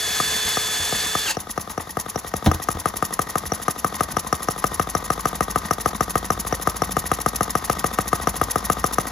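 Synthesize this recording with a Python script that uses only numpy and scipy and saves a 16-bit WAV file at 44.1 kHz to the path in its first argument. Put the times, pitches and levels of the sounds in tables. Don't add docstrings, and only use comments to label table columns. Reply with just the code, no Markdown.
import sys
import numpy as np
from scipy import signal
from scipy.fft import rfft, irfft, next_fast_len
from scipy.io import wavfile
from scipy.ndimage import uniform_filter1d, map_coordinates

SR = 44100
rng = np.random.default_rng(int(sys.argv[2]) if len(sys.argv) > 2 else 0)


def int16_out(signal):
    q = np.round(np.clip(np.atleast_2d(signal).T, -1, 1) * 32767)
    wavfile.write(sys.argv[1], SR, q.astype(np.int16))


N = 401751
TIME = np.arange(N) / SR


def amp(db):
    return 10 ** (np.asarray(db) / 20)


def unit(x):
    return x / np.sqrt(np.mean(x ** 2) + 1e-20)


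def along(points, hz):
    f, v = np.transpose(points)
    return np.interp(np.log(hz + 1), np.log(f + 1), v)


def curves(rows):
    s, *cols = np.transpose(rows)
    return [np.interp(TIME, s, c) for c in cols]


def wobble(rate):
    return map_coordinates(rng.standard_normal(int(N * rate / SR) + 4), [TIME * rate])


def filtered(x, response):
    m = next_fast_len(N + SR // 2)
    return irfft(rfft(x, m) * response(np.fft.rfftfreq(m, 1 / SR)), m)[..., :N]


def modes(table):
    return lambda f: sum((-1) ** k * amp(db) * 1j * f * width / (hz * hz - f * f + 1j * f * width)
                         for k, (hz, width, db) in enumerate(table))


def lag(f, late, cycles=0):
    return np.exp(-2j * np.pi * (f * late + cycles * np.log(f + 30)))


def noise(spectrum):
    return unit(filtered(rng.standard_normal(N), lambda hz: amp(along(spectrum, hz))))


def ringing_noise(table):
    return unit(filtered(rng.standard_normal(N), modes(table)))


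def impulses(times, sizes):
    out = np.zeros(N)
    out[(times * SR).astype(int)] = sizes
    return out


def hump(phase, start, peak, end):
    return np.sin(np.pi / 2 * np.interp(phase % 1, [start, peak, end], [0, 1, 0])) ** 2


# f/Hz, density/dB
WHIRR_SPECTRUM = [(40, -7.5), (200, -8.5), (1000, -4.5), (2000, -8), (2600, -15), (4500, -10.5),
                  (6500, -10), (8700, -25), (10500, -10.5), (15300, -22), (16200, -50)]

def noise_floor():
    return amp(-49) * np.array([noise(WHIRR_SPECTRUM), noise(WHIRR_SPECTRUM)])


# f/Hz, t60/s
ROOM_DECAY = [(100, 0.064), (1000, 0.39), (10000, 0.14)]
NEAR_DECAY = [(100, 0.0096), (1000, 0.043), (10000, 0.0071)]

def reflections(x, decay):
    hz, t, spectra = signal.stft(rng.standard_normal((2, SR // 2)), SR, nperseg=256)
    tail = signal.istft(spectra * amp(-60 * t / along(decay, hz)[:, None]), SR, nperseg=256)[1]
    delayed = np.pad(x, (120, 0))[None]
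    return signal.fftconvolve(delayed, tail / np.linalg.norm(tail[0]), axes=1)[:, :N]


# t/s, level/dB, relative crack level/dB
BLOWS = [(0.45, -26, -14), (0.798, -24, -14), (2.462, -6.5, -2), (2.471, -0.5, -15.5), (2.544, -15.5, -8),
         (2.751, -19, -12), (2.809, -35, -14), (4.137, -23, -14)]
# f/Hz, level/dB, t60/s
BENCH_MODES = [(60.6, -7, 0.062), (85.3, 0.5, 0.15), (131, -5.5, 0.12), (187, -1.5, 0.067),
               (305.6, -12, 0.17), (586, -8, 0.048), (778, -14.5, 0.11)]

def bench_knocks():
    out, t = np.zeros(N + SR), np.arange(SR // 2) / SR
    attack = 1 - np.exp(-t / 0.00051)
    dull_noise = lambda size: uniform_filter1d(rng.standard_normal(len(t)), size)
    for s, db, crack_db in BLOWS:
        ring = sum(amp(level + rng.normal(0, 0.85) - 60 * t / t60) * np.sin(2 * np.pi * hz * t)
                   for hz, level, t60 in BENCH_MODES)
        crack = dull_noise(5) * amp(crack_db + 11 - 60 * t / 0.011)
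        rattle = dull_noise(18) * amp(crack_db + 13.5 - 60 * t / 0.095)
        out[round(s * SR):][:len(t)] += amp(db - 6) * (ring + crack + rattle) * attack
    return filtered(out[:N], lambda f: lag(f, -0.00115, 0.45))


# t/s, rotation f/Hz, level/dB
MOTOR_RUN = [(0, 428.5, -24.5), (.19, 428.8, -24.5), (.28, 433.5, -24.5), (.38, 433.3, -24.5),
             (.54, 430.6, -24.7), (.9, 432.3, -26.5), (1.2, 433, -26.3)]

def tool_motion():
    brake_s, whine_end_s, halt_s, rattle_end_s = 1.257, 1.289, 1.312, 1.355
    since = lambda s: np.maximum(TIME - s, 0)
    hz, db = curves(MOTOR_RUN)
    hz = np.maximum(hz - 3500 * since(brake_s), 110)
    swell_db = 3.5 * np.minimum(since(brake_s) / (halt_s - brake_s), 1)
    rattle_db = -43 - 1700 * since(rattle_end_s)
    db = np.maximum(db + swell_db - 850 * since(halt_s), rattle_db)
    whine_db = 2.5 - np.minimum(1200 * since(whine_end_s), 60)
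    return hz, db, whine_db


# multiple of the rotation rate, level/dB
MOTOR_ORDERS = [(1, -23), (3, -30), (4, -14), (5, -26), (6, -28), (8, -6.5), (11, -30), (19, -24)]
# f/Hz, density/dB
FAN_SPECTRUM = [(40, -17), (80, -6), (300, -12), (800, -7), (1500, -11), (2400, -8.5), (3800, -5.5),
                (5200, -9), (6500, -9), (7500, -8), (9500, -7), (12000, -8.5), (14000, -17), (15400, -16),
                (15900, -50)]
# f/Hz, width/Hz, level/dB
HOUSING_MODES = [(1680, 160, 9), (3620, 270, -15), (4410, 100, 8), (6500, 320, 5), (8210, 150, 8.5),
                 (8320, 140, 6)]
SCRAPE_MODES = [(860, 69, 2), (2700, 130, 3.5), (4800, 580, -4)]

def hand_tool():
    hz, db, whine_db = tool_motion()
    slowing = 1 - hz / hz.max()
    angle = 2 * np.pi * np.cumsum(hz * (1 + 0.05 * slowing * wobble(250))) / SR
    whine = np.zeros(N)
    for order, level in MOTOR_ORDERS:
        rms = amp(level + 0.7 * wobble(40.3) + 5.2 * slowing * (0.5 + wobble(72.4)))
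        phase = order * (angle + 0.013 * wobble(62.5)) + rng.uniform(0, 7.8)
        whine += np.sqrt(2) * rms * np.sin(phase)
    chop = 1 + 0.27 * np.cos(angle)
    fan = unit(filtered(chop * noise(FAN_SPECTRUM), lambda f: 1 + np.abs(modes(HOUSING_MODES)(f))))
    scrape = slowing * amp(4 + 3.5 * wobble(80)) * ringing_noise(SCRAPE_MODES)
    flutter = amp(wobble(20.15) + 0.54 * wobble(120))
    return amp(db) * (amp(whine_db) * whine + scrape + fan * flutter)


# t/s, pressure step into the muffler/dB, blow on the valve seat/dB
FIRING_STROKES = [(0.2005, 23.5, 10), (0.57, 19, 14), (0.9241, 11, 4), (1.1516, 23, 6), (1.3685, 9, 11),
                  (1.5764, 18, 6), (1.777, 14.5, 11), (1.9696, 18.5, 5), (2.1574, 12, 20),
                  (2.338, 15.5, 19), (2.5141, 23.5, 20), (2.6865, 24.5, 14), (2.8567, 25.5, 3),
                  (3.0245, 24.5, 5), (3.1916, 25.5, 11), (3.3554, 24, 10.5), (3.5188, 16.5, 17.5),
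                  (3.681, 25, 6), (3.845, 26, 13.5), (4.0068, 26, 4), (4.1676, 23.5, 18),
                  (4.3266, 25.5, 19.5), (4.485, 22.5, 17), (4.641, 26.5, 4), (4.7962, 26, 8),
                  (4.95, 23.5, 16), (5.1025, 26, 12), (5.255, 26, 14), (5.4067, 25, 12), (5.5583, 26, 10),
                  (5.7089, 26, 19), (5.8586, 26, 13), (6.007, 26, 17), (6.155, 25.5, 7), (6.3029, 26, 16),
                  (6.5245, 18, 19), (6.6723, 26.5, 5), (6.819, 23, 18), (6.9671, 24.5, 9), (7.1154, 26, 13),
                  (7.261, 26, 10), (7.4077, 25, 10), (7.5525, 26, 7), (7.6975, 25, 13), (7.842, 24, 15),
                  (7.9866, 25.5, 6), (8.1294, 27, 4), (8.2714, 25, 11), (8.4137, 26.5, 6),
                  (8.5574, 24.5, 19), (8.699, 27, 6), (8.841, 26, 15), (8.9833, 26, 12)]
# t/s, f/Hz
CRANK_SPEED = [(0, 8), (2.5, 11.5), (5, 13), (9, 14)]

def crank():
    s = np.transpose(FIRING_STROKES)[0]
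    turns_between = np.round(np.diff(s) * np.interp(s[1:], *np.transpose(CRANK_SPEED)))
    turns = np.cumsum(np.r_[0, 2, turns_between, 2])
    times = np.r_[s[0] - (s[1] - s[0]) * 2 / 3, s, 2 * s[-1] - s[-2]]
    return times, turns, np.interp(TIME, times, turns)


def by_speed(full_db, db_per_hz, at_s=None):
    full_speed_hz = 14
    times, turns, _ = crank()
    speed_hz = np.interp(TIME, (times[1:] + times[:-1]) / 2, np.diff(turns) / np.diff(times))
    db = full_db + db_per_hz * (speed_hz - full_speed_hz)
    return db if at_s is None else db[(at_s * SR).astype(int)]


# f/Hz, density/dB
GAS_SPECTRUM = [(150, -44), (500, -8), (1500, -26), (2500, -12.5), (4500, -10.5), (6000, -3), (7200, -4),
                (8700, -16.5), (10300, 4.5), (12200, -6), (13300, -1), (15300, -11.5), (16200, -47)]
# f/Hz, width/Hz, level/dB
FRAME_MODES = [(56, 20, 4.5), (77, 26, 1.5), (200, 53, 3.5), (405, 620, -10), (726, 135, -6),
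               (864, 80, -4.5), (1138, 120, 0), (1515, 66, -10.5), (1888, 84, -1.5), (3720, 200, -12.5)]

def valve_gear():
    _, turns, phase = crank()
    per_turn = lambda db: amp(db * rng.standard_normal(int(turns[-1]) + 1))[phase.astype(int)]
    intake = hump(phase, 0.27, 0.34, 0.61) + amp(-6) * hump(phase, 0.19, 0.15, 0.63)
    puff = per_turn(1.2) * intake * amp(2.8 * wobble(250)) * noise(GAS_SPECTRUM)
    taps = hump(phase, 0.206, 0.193, 0.37) * amp(1.7 * wobble(370)) * rng.standard_normal(N)
    clack = unit(filtered(per_turn(1.1) * taps, modes(FRAME_MODES)))
    return amp(by_speed(-28, 1.2)) * (puff + amp(-10.5) * clack)


# t/s, level/dB
BENCH_HUM = [(0, -56), (3.5, -56), (4.4, -49), (4.7, -42), (6.5, -41.5), (9.11, -40)]
# f/Hz, width/Hz, level/dB
BASE_MODES = [(80.5, 14, -2.5), (190, 17, -6.5)]

def running_gear():
    _, _, phase = crank()
    whirr_db, (hum_db,) = by_speed(-36, 1.5), curves(BENCH_HUM)
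    teeth = noise(WHIRR_SPECTRUM) * amp(3.04 * wobble(150))
    whirr = unit(filtered(teeth, lambda f: amp(-10) + np.abs(modes(FRAME_MODES)(f))))
    whirr *= amp(whirr_db + 0.72 * wobble(30) + 0.66 * np.cos(2 * np.pi * (phase - 0.4)))
    hum = np.sqrt(2) * amp(hum_db + wobble(6)) * np.sin(2 * np.pi * 4 * phase)
    shake = (amp(whirr_db - 12.5) + amp(hum_db - 6.5)) * amp(3.3 * wobble(6))
    return whirr + hum + shake * ringing_noise(BASE_MODES)


# f/Hz, width/Hz, level/dB
PIN_MODES = [(3450, 220, 0), (3900, 200, -5)]

def linkage_tick(blows):
    return amp(-11) * filtered(blows, lambda f: modes(PIN_MODES)(f) * lag(f, 0.003))


def valve_chatter(blows):
    burst = filtered(blows, lambda f: lag(f, 0.00095) / (1 + 2j * np.pi * f * 0.00072) ** 2)
    return filtered(burst * rng.standard_normal(N), modes([(5530, 400, 10.2), (5926, 147, 19.6)]))


def gas_jet(steps):
    burst = filtered(steps, lambda f: lag(f, -0.00048) / (1 + 2j * np.pi * f * 0.0021) ** 2)
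    return amp(-2.5) * burst * noise(GAS_SPECTRUM)


def pipe_bark(fire_s):
    blows = impulses(fire_s, amp(by_speed(-12, -2.2, fire_s)))
    return filtered(blows, lambda f: modes([(1800, 260, 0)])(f) * lag(f, 0.0012))


# f/Hz, width/Hz, level/dB
MUFFLER_MODES = [(1236.5, 163, 5.5), (1414, 200, -10), (1790, 82, -12), (2060, 94, -9.5)]
PIPE_MODES = [(88.5, 31, 3.5), (167, 93, 4), (424, 205, 3), (769, 207, 2.5)]
WALL_MODES = [(1850, 150, 0.5), (2510, 160, 8.5), (3330, 320, -11)]

def exhaust(steps, thumps, cracks):
    echo = lambda f: 1 + 0.57 * lag(f, 0.001806)
    lift = lambda f: 1 / (1 + 1j * f / 1800) ** 2
    side_chamber = lambda f: 1 - 0.53 * modes([(950, 220, 0)])(f)
    pop = filtered(steps, lambda f: modes(MUFFLER_MODES)(f) * echo(f) * lift(f) * lag(f, 0.00024, 0.2824))
    thump = filtered(thumps, lambda f: modes(PIPE_MODES)(f) * lag(f, 0.00023, 0.798))
    wall = filtered(cracks, lambda f: modes(WALL_MODES)(f) * echo(f) * lag(f, 0.0006))
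    return filtered(pop + thump, side_chamber) + wall


def model_engine():
    times, turns, _ = crank()
    fire_s, step_db, seat_db = np.transpose(FIRING_STROKES)
    scatter = rng.standard_normal((len(fire_s), 2))
    thump_db = by_speed(22.5, 1.07, fire_s) + 0.4 * scatter[:, 0]
    idle_turns = np.setdiff1d(np.arange(1, turns[-1]), turns)
    idle_s = np.interp(idle_turns - 0.025, turns, times)
    idle_db = by_speed(9.6, 1.13, idle_s) + 2.1 * rng.standard_normal(len(idle_s))
    idle = impulses(idle_s, amp(idle_db))
    steps = impulses(fire_s, amp(step_db)) + amp(-0.1) * idle
    thumps = impulses(fire_s, amp(thump_db)) + idle
    cracks = impulses(fire_s, amp(thump_db - 25.5 + 3 * scatter[:, 1]))
    metal = linkage_tick(idle) + valve_chatter(impulses(fire_s, amp(seat_db)))
    pops = exhaust(steps, thumps, cracks) + pipe_bark(fire_s) + gas_jet(steps)
    return pops + metal + valve_gear() + running_gear()


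# f/Hz, lead/rad
PORT_LEAD = [(0, 0), (2000, .9), (2600, .4), (6000, .7), (7400, 0), (8500, -3), (9400, -3.3), (10700, -6),
             (11700, -6.5), (12700, -9.2), (13800, -9.7), (14700, -12.4), (16500, -12.6)]
# f/Hz, level/dB
PORT_TILT = [(60, 0), (200, 1.5), (700, 4), (1250, 7), (1900, -3), (2600, 3), (3700, 4), (6500, 2),
             (8000, 0), (16000, 0)]

def microphone_ports(x, lean):
    half = np.array([[0.5], [-0.5]])
    lead = lambda f: np.interp(f, *np.transpose(PORT_LEAD))
    return filtered(x, lambda f: amp(lean * half * along(PORT_TILT, f)) * np.exp(1j * half * lead(f)))


def scene():
    engine, others = model_engine(), hand_tool() + bench_knocks()
    floor = noise_floor()
    near = amp(-12) * reflections(engine + others, NEAR_DECAY)
    room = amp(-16.5) * reflections(engine + others, ROOM_DECAY)
    return microphone_ports(engine, lean=1.44) + microphone_ports(others, lean=0.16) + near + room + floor


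def record(dry):
    top_hz = 16850
    low_cut = lambda f: 1j * f / (30 + 1j * f) * -f ** 2 / (44 ** 2 - f ** 2 + 1j * f * 50)
    thin = filtered(dry, low_cut)
    rounded = thin / (1 + np.abs(thin) ** 6) ** (1 / 6)
    return filtered(rounded, lambda f: f < top_hz)


dry = scene()
out = record(dry)
int16_out(out)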